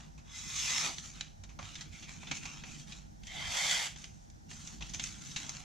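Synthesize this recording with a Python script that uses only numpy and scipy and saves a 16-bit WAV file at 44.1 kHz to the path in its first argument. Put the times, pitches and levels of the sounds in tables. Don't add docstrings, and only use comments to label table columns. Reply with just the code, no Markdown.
import sys
import numpy as np
from scipy import signal
from scipy.fft import rfft, irfft, next_fast_len
from scipy.io import wavfile
from scipy.ndimage import map_coordinates

SR = 44100
rng = np.random.default_rng(int(sys.argv[2]) if len(sys.argv) > 2 else 0)


def log_audio(samples):
    frames = np.atleast_2d(samples).T
    limited = np.clip(frames, -1, 1)
    pcm = np.round(limited * 32767).astype(np.int16)
    wavfile.write(sys.argv[1], SR, pcm)


N = 248708
TIME = np.arange(N) / SR


def amp(db):
    return 10 ** (np.asarray(db) / 20)


def unit(x):
    return x / np.sqrt(np.mean(x ** 2) + 1e-20)


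def along(points, hz):
    point_hz, values = np.transpose(points)
    return np.interp(np.log(hz + 1), np.log(point_hz + 1), values)


def wobble(rate):
    knots = rng.standard_normal(int(N * rate / SR) + 4)
    coarse_time = TIME[::32]
    return np.interp(TIME, coarse_time, map_coordinates(knots, [coarse_time * rate]))


def filtered(x, response):
    n = x.shape[-1]
    padded = next_fast_len(n + 4096)
    spectrum = rfft(x, padded) * response(np.fft.rfftfreq(padded, 1 / SR))
    return irfft(spectrum, padded)[..., :n]


def stereo(pair, spectrum, alike):
    def response(hz):
        likeness = np.clip(along(alike, hz), -0.98, 0.98)
        return amp(along(spectrum, hz)) * np.sqrt(1 + np.outer([1, -1], likeness))

    mid, side = filtered(pair, response)
    return unit(np.array([mid + side, mid - side]))


# (frequency [Hz], left-right correlation [-1 to 1])
ROOM_WIDTH = [(25, 0.49), (45, 0.47), (70, 0.81), (140, 0.054), (280, 0.2), (450, -0.69), (800, -0.89),
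              (1400, -0.79), (2300, -0.47), (3600, 0.35), (6000, 0.27), (8500, -0.084)]
# (frequency [Hz], relative density [dB])
DEEP_COLOUR = [(12, -46), (22, -5), (42, -3.5), (52, 7), (63, -4.5), (78, -4.5), (92, 1), (110, -8.5),
               (160, -56)]
# (frequency [Hz], relative density [dB])
UPPER_COLOUR = [(80, -21), (115, -6), (145, 4.5), (185, -0.5), (235, -3.5), (270, -13.5), (315, -8.5),
                (350, -17), (450, -17.5), (700, -46)]
# (frequency [Hz], relative density [dB])
HISS_COLOUR = [(300, -21), (500, -5), (800, 5.5), (1100, -8.5), (1600, -6.5), (2700, -16.5), (4800, -14.5),
               (5900, -8.5), (7000, -13), (8200, -21), (11000, -29.5), (15000, -42)]
# (frequency [Hz], mean rms level [dB])
HUM_TONES = [(60.5, -70), (91.7, -68.5), (147.7, -67)]
# (time [s], half length [s], deep rise [dB], upper rise [dB])
ARM_MOVES = [(0.58, 0.11, 6.5, 0.5), (0.834, 0.043, 1, 6.5), (1.42, 0.14, 3.5, -5), (2.3, 1, 1, 2),
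             (3.304, 0.09, 4, 1.5), (3.465, 0.053, 15, 1), (4.918, 0.16, 10, 6), (5.414, 0.25, -7, 3)]
DEEP_DB, UPPER_DB, HISS_DB = -58, -56, -62.5


def room_tone():
    deep_db = DEEP_DB + 2 * wobble(22)
    upper_db = UPPER_DB + 2 * wobble(30)
    for time, half_length, deep_rise_db, upper_rise_db in ARM_MOVES:
        swell = np.exp(-((TIME - time) / half_length) ** 2)
        deep_db = deep_db + deep_rise_db * swell
        upper_db = upper_db + upper_rise_db * swell

    def noise(colour):
        return stereo(rng.standard_normal((2, N)), colour, ROOM_WIDTH)

    rumble = amp(deep_db) * noise(DEEP_COLOUR) + amp(upper_db) * noise(UPPER_COLOUR)
    hum = np.zeros(N)
    for hz, db in HUM_TONES:
        tone = np.sin(2 * np.pi * hz * TIME + 0.17 * wobble(3))
        hum += amp(db + 0.4 * wobble(5.37)) * np.sqrt(2) * tone
    return rumble + amp(HISS_DB) * noise(HISS_COLOUR) + hum


# (frequency [Hz], left-right correlation [-1 to 1])
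PAPER_WIDTH = [(250, 0.93), (480, -0.33), (750, 0.38), (1400, 0.062), (2100, 0.62), (3200, 0.83),
               (4400, 0.98), (5300, .55), (6500, 0.43), (8000, -0.13), (9700, 0.075), (12000, 0.55)]
# (frequency [Hz], time to fall 60 dB [s])
WALL_DECAY = [(300, 0.15), (2000, 0.3), (6000, 0.38), (14000, 0.19)]
# (frequency [Hz], relative level [dB])
WALL_COLOUR = [(300, 5.5), (2500, -3), (4000, -7), (6500, -1.5), (12000, -3)]


def walls(x):
    out = np.zeros((2, N))
    turn = np.arange(N) // (SR // 4) % 4
    for part in range(4):
        hz, t, z = signal.stft(rng.standard_normal((2, SR // 2)), SR, nperseg=256)
        decay = amp(-60 * t / along(WALL_DECAY, hz)[:, None])
        tail = signal.istft(z * decay, SR, nperseg=256)[1]
        tail = stereo(tail, WALL_COLOUR, PAPER_WIDTH)
        tail = tail / np.linalg.norm(tail[0])
        tail = np.pad(tail, ((0, 0), (SR // 200, 0)))
        source = x.mean(axis=0) * (turn == part)
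        out += signal.oaconvolve(source[None], tail, axes=1)[:, :N]
    return out


def registers(x, low_hz=1400, high_hz=4800):
    edges = np.array([low_hz, high_hz])[:, None, None]
    low, under_high = filtered(x, lambda hz: 1 / (1 + (hz / edges) ** 10))
    return unit(low), unit(under_high - low), unit(x - under_high)


def crackle(rate, spread_db, life):
    snaps = rng.random(N) < rate / SR
    sizes = snaps * amp(spread_db * np.minimum(rng.exponential(size=N), 4))
    power = signal.lfilter([1], [1, -np.exp(-2 / (life * SR))], sizes ** 2)
    return unit(np.sqrt(power) * rng.standard_normal((2, N)))


SLIP_START_S, SLIP_END_S, SLIP_FADE_S = 1.76, 2.82, 0.2
SLIP_HZ, SLIP_CLIMB_HZ_PER_S = 2200, 480
SLIP_CONTRAST_DB = 8.5


def flexing(x, depth_db, life, slipping=False):
    hz, t, z = signal.stft(x, SR, nperseg=512)
    cell = np.meshgrid(np.arange(len(hz)) / 2, t / life, indexing="ij")
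    db = depth_db * map_coordinates(rng.standard_normal((len(hz), 400)), cell)
    if slipping:
        note_hz = SLIP_HZ + SLIP_CLIMB_HZ_PER_S * (t - SLIP_START_S)
        fade = np.clip(np.minimum(t - SLIP_START_S, SLIP_END_S - t) / SLIP_FADE_S, 0, 1)
        peak = 1 / (1 + ((hz[:, None] - note_hz) / 260) ** 2)
        db = db + SLIP_CONTRAST_DB * fade * (peak - 0.3)
    return signal.istft(z * amp(db), SR, nperseg=512)[1][:, :N]


# (frequency [Hz], relative density [dB])
PAPER_COLOUR = [(200, 9.5), (450, -9), (750, 1), (1350, 3.5), (1800, -2.5), (2350, 1), (3000, 1.5),
                (3900, 2), (4800, -3), (6400, 2.5), (7600, -3), (8200, -8.5), (11000, -24), (15000, -35)]
# (frequency [Hz], relative density [dB])
POP_COLOUR = [(180, 2), (450, -10), (750, -2), (1300, -3), (2200, 3.5), (3800, 3), (4800, -1), (6400, 6.5),
              (7400, -3), (8300, -12), (11000, -27), (15000, -38)]
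# (start [s], length before release [s], level before trim [dB], low flutter [dB], hiss [dB])
FINGER_SLIDES = [(-0.03, 0.0088, -49, 0.5, -3), (0.954, 0.035, -52, -7, 5.5), (1.021, 0.032, -49.5, -5, 4),
                 (1.13, 0.091, -53.5, -11, -4), (1.598, 0.22, -49.5, -7, -3), (1.91, 0.097, -51, -11, 1.5),
                 (2.07, 0.054, -49.5, -2, 1.5), (2.196, 0.14, -52.5, -14, 0), (2.333, 0.034, -53.5, -4, 8),
                 (2.409, 0.1, -48, -1.5, -1.5), (2.521, 0.076, -55, -1, -1.5), (2.645, 0.16, -53, -7, 3),
                 (2.864, 0.1, -53.5, -5, -1.5), (3.958, 0.087, -55.5, -7, 4.5), (4.124, 0.13, -74.5, -8, 7),
                 (4.481, 0.26, -54, -5.5, 3.5), (4.82, 0.36, -54.5, -8, 1.5), (5.007, 0.055, -50, -14, 6.5),
                 (5.202, 0.17, -51.5, -9, 4), (5.363, 0.25, -51.5, -1.5, 1.5)]
SLIDE_TRIM_DB, CRINKLE_DB = -5.0, -6.5
SLIDE_ATTACK_S, SLIDE_RELEASE_DB_PER_S = 0.023, 171


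def rustle():
    grains = stereo(crackle(rate=8100, spread_db=0.5, life=0.00085), PAPER_COLOUR, PAPER_WIDTH)
    crinkles = stereo(crackle(rate=62, spread_db=1.5, life=0.0019), POP_COLOUR, PAPER_WIDTH)
    paper = flexing(grains + amp(CRINKLE_DB) * crinkles, depth_db=3.5, life=0.04, slipping=True)
    low, middle, high = registers(paper)
    out = np.zeros((2, N))
    for start, length, db, flutter_db, hiss_db in FINGER_SLIDES:
        rise = np.clip((TIME - start) / SLIDE_ATTACK_S, 0, 1)
        fall_db = SLIDE_RELEASE_DB_PER_S * np.maximum(TIME - start - length, 0)
        texture = middle + amp(flutter_db) * low + amp(hiss_db) * high
        out += rise * amp(db + SLIDE_TRIM_DB - fall_db) * texture
    pressure = amp(1.0 * wobble(70))
    return pressure * out


# (time [s], level before trim [dB],
# low thud [dB], crispness [dB], length before stretch [s], panel note [Hz])
CREASES = [(0.177, -57, -1, -2, 0.0083, 2520), (0.983, -41.5, -14.5, -9, 0.0011, 4160),
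           (1.2093, -36, -16, -6.5, 0.0014, 3900), (1.436, -54, -4, 1.5, 0.004, 3800),
           (1.4894, -55.5, 1.5, -2, 0.012, 2340), (1.5888, -47, 5.5, -4.5, 0.0046, 2070),
           (1.627, -49.5, 0, -7, 0.0024, 2320), (1.7537, -43.5, -20, -3.5, 0.0036, 3660),
           (1.8087, -44.5, -12, 0, 0.005, 4400), (2.024, -47, -6.5, -3.5, 0.0094, 3370),
           (2.231, -51, 2, -14, 0.0034, 2360), (2.27, -44.5, -7.5, -10, 0.0068, 3570),
           (2.312, -32.5, -6, -5.5, 0.0045, 2420), (2.368, -46, -10, 3.5, 0.0028, 2400),
           (2.4537, -43, -4.5, -1, 0.0037, 2530), (2.6357, -45.5, -2, -6, 0.0043, 2500),
           (2.921, -45, -22, -5, 0.0037, 3900), (3.234, -54, -29, -7, 0.0019, 3270),
           (3.269, -50, -19, 2.5, 0.0032, 3380), (3.96, -50, -4.5, -4, 0.0029, 3370),
           (4.0417, -45.5, -12, -3, 0.0019, 3040), (4.3, -66.5, -14, 8, 0.0016, 3600),
           (4.5115, -51.5, -2.5, 0, 0.0045, 1800), (4.6733, -50.5, -12, 6.5, 0.0019, 3650),
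           (4.807, -45, -1.5, -5, 0.0097, 3350), (4.823, -41, -14, -8, 0.0026, 2620),
           (4.893, -53.5, -11, 7.5, 0.0048, 3570), (4.9348, -44, -8.5, 6.5, 0.0093, 3440),
           (4.9456, -43, -10, 2, 0.0019, 2330), (4.9952, -36, -10.5, -3.5, 0.0039, 3420),
           (5.039, -43.5, -13, 8.5, 0.0013, 2290), (5.3612, -34, -10.5, -3.5, 0.0052, 3880),
           (5.493, -46, -5, 9, 0.002, 2370)]
BUCKLE_TRIM_DB = -12.5


def buckles(stretch=2.45, rise_share=0.19, shiver_db=-15, shiver_life=0.025, panel_db=4, panel_width_hz=260):
    t = np.arange(SR // 8) / SR
    out = np.zeros((2, N + len(t)))

    def burst(shape, colour):
        return registers(stereo(shape * rng.standard_normal((2, len(t))), colour, PAPER_WIDTH))

    for time, db, thud_db, crisp_db, length, note_hz in CREASES:
        def panel(hz):
            damping = 1j * hz * panel_width_hz
            return 1 + amp(panel_db) * damping / (note_hz ** 2 - hz * hz + damping)

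        onset = 1 - np.exp(-t / (rise_share * length))
        low, middle, high = burst(onset * np.exp(-t / (stretch * length)), POP_COLOUR)
        pop = unit(filtered(middle, panel)) + amp(thud_db) * low + amp(crisp_db) * high
        low, middle, high = burst(onset * np.exp(-t / shiver_life), PAPER_COLOUR)
        shiver = amp(shiver_db) * (middle + amp(thud_db) * low + amp(crisp_db) * high)
        start = max(round(time * SR), 0)
        out[:, start:][:, :len(t)] += amp(db + BUCKLE_TRIM_DB) * (pop + shiver)
    return out[:, :N]


def curves(rows):
    times, *columns = np.transpose(rows)
    return [np.interp(TIME, times, column) for column in columns]


def during(rows, fade=0.027):
    return np.clip(1 + np.minimum(TIME - rows[0][0], rows[-1][0] - TIME) / fade, 0, 1)


def slice_through(stroke, grip, tear, taut_db, slacken_db_per_s, gain_db, spread_db):
    level_db, flutter_db, hiss_db = curves(stroke)

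    def fibres():
        snaps = crackle(14000, spread_db, life=0.00051)
        return flexing(stereo(snaps, tear, PAPER_WIDTH), depth_db=3.5, life=0.05)

    def sheet(hz):
        return sum(amp(db) * 1j * hz * width / (centre * centre - hz * hz + 1j * hz * width)
                   for centre, width, db in grip)

    ringing = registers(unit(filtered(fibres(), sheet)))
    ring = amp(taut_db - slacken_db_per_s * np.clip(TIME - stroke[0][0], 0, 1))
    low, middle, high = [(raw + ring * rung) / np.sqrt(1 + ring ** 2)
                         for raw, rung in zip(registers(fibres()), ringing)]
    catching = amp(0.29 * wobble(35) + 0.8 * wobble(140))
    texture = middle + amp(flutter_db - 0.5) * low + amp(hiss_db) * high
    return during(stroke) * catching * amp(level_db + gain_db) * texture


# (time [s], level before gain [dB], low flutter before a 0.5 dB cut [dB], edge hiss [dB])
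BLADE_STROKES = [
    [(0.26, -66.5, -5, -4), (0.365, -48, -18, 2), (0.47, -50.5, -11, 3.5), (0.6, -40.5, -17, 1.5),
     (0.665, -37, -16.5, -1), (0.77, -37, -13, -2.5), (0.865, -37, -7, -1), (0.9, -44.5, -4, -3),
     (0.95, -56, -10, 4.5)],
    [(3.24, -64.5, -4.5, 1), (3.3, -50, -12, -5), (3.37, -43, -8.5, -7), (3.49, -41.5, -10.5, -5),
     (3.57, -35, -7, -1.5), (3.715, -33, -13.5, -2), (3.79, -35.5, -10.5, -2), (3.86, -39.5, -10, -2.5),
     (3.93, -59, -12, -1)],
]
# (frequency [Hz], width [Hz], relative level [dB])
FIRST_RESONANCES = [(1260, 600, -1.5), (2032, 15, 2.5), (2450, 63, -7), (3410, 220, -4.5), (3790, 91, -1.5),
                    (5440, 60, 10), (6160, 340, 6.5), (6400, 54, 7)]
# (frequency [Hz], width [Hz], relative level [dB])
SECOND_RESONANCES = [(790, 430, -5), (2090, 250, 5.5), (3186, 130, 5), (3434, 75, 0.5), (4528, 60, 1),
                     (4670, 68, -9), (5710, 100, -6), (6110, 130, -6), (7000, 240, -10)]
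# (frequency [Hz], relative density [dB])
FIRST_FIBRES = [(200, -12.5), (400, -10.5), (620, -9), (1000, -3), (1600, -6), (2200, 1.5), (3300, 0.5),
                (4800, -1.5), (6400, 3), (7800, 0), (8250, -8), (9700, -12), (10900, -19.5), (14300, -25)]
# (frequency [Hz], relative density [dB])
SECOND_FIBRES = [(200, -28), (450, -12), (750, -2), (1300, -3.5), (2100, -2), (2700, -4.5), (3400, 1),
                 (4100, -5.5), (6300, -4.5), (7850, -7.5), (8350, -15), (9700, -17), (11200, -23.5),
                 (14500, -31.5)]


def scene():
    first = slice_through(BLADE_STROKES[0], FIRST_RESONANCES, FIRST_FIBRES,
                          taut_db=7, slacken_db_per_s=24, gain_db=-0.5, spread_db=4.0)
    second = slice_through(BLADE_STROKES[1], SECOND_RESONANCES, SECOND_FIBRES,
                           taut_db=7, slacken_db_per_s=20, gain_db=-0.93, spread_db=2.5)
    paper = first + second + rustle() + buckles()
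    return paper + amp(-9.0) * walls(paper) + room_tone()


# (frequency [Hz], left minus right [dB])
MICROPHONE_TILT = [(60, -3), (150, -1), (350, -3.5), (750, -2), (1400, -1.5), (2100, 0), (3300, -1.5),
                   (4300, -1), (5500, 1.3), (7000, -1.5), (9000, -2.5), (12000, -.4)]
TOP_HZ = 15300


def record(dry):
    def response(hz):
        half_tilt_db = along(MICROPHONE_TILT, hz) * np.array([[0.5], [-0.5]])
        return amp(half_tilt_db) * (hz < TOP_HZ)

    return filtered(dry, response)


dry = scene()
out = record(dry)
log_audio(out)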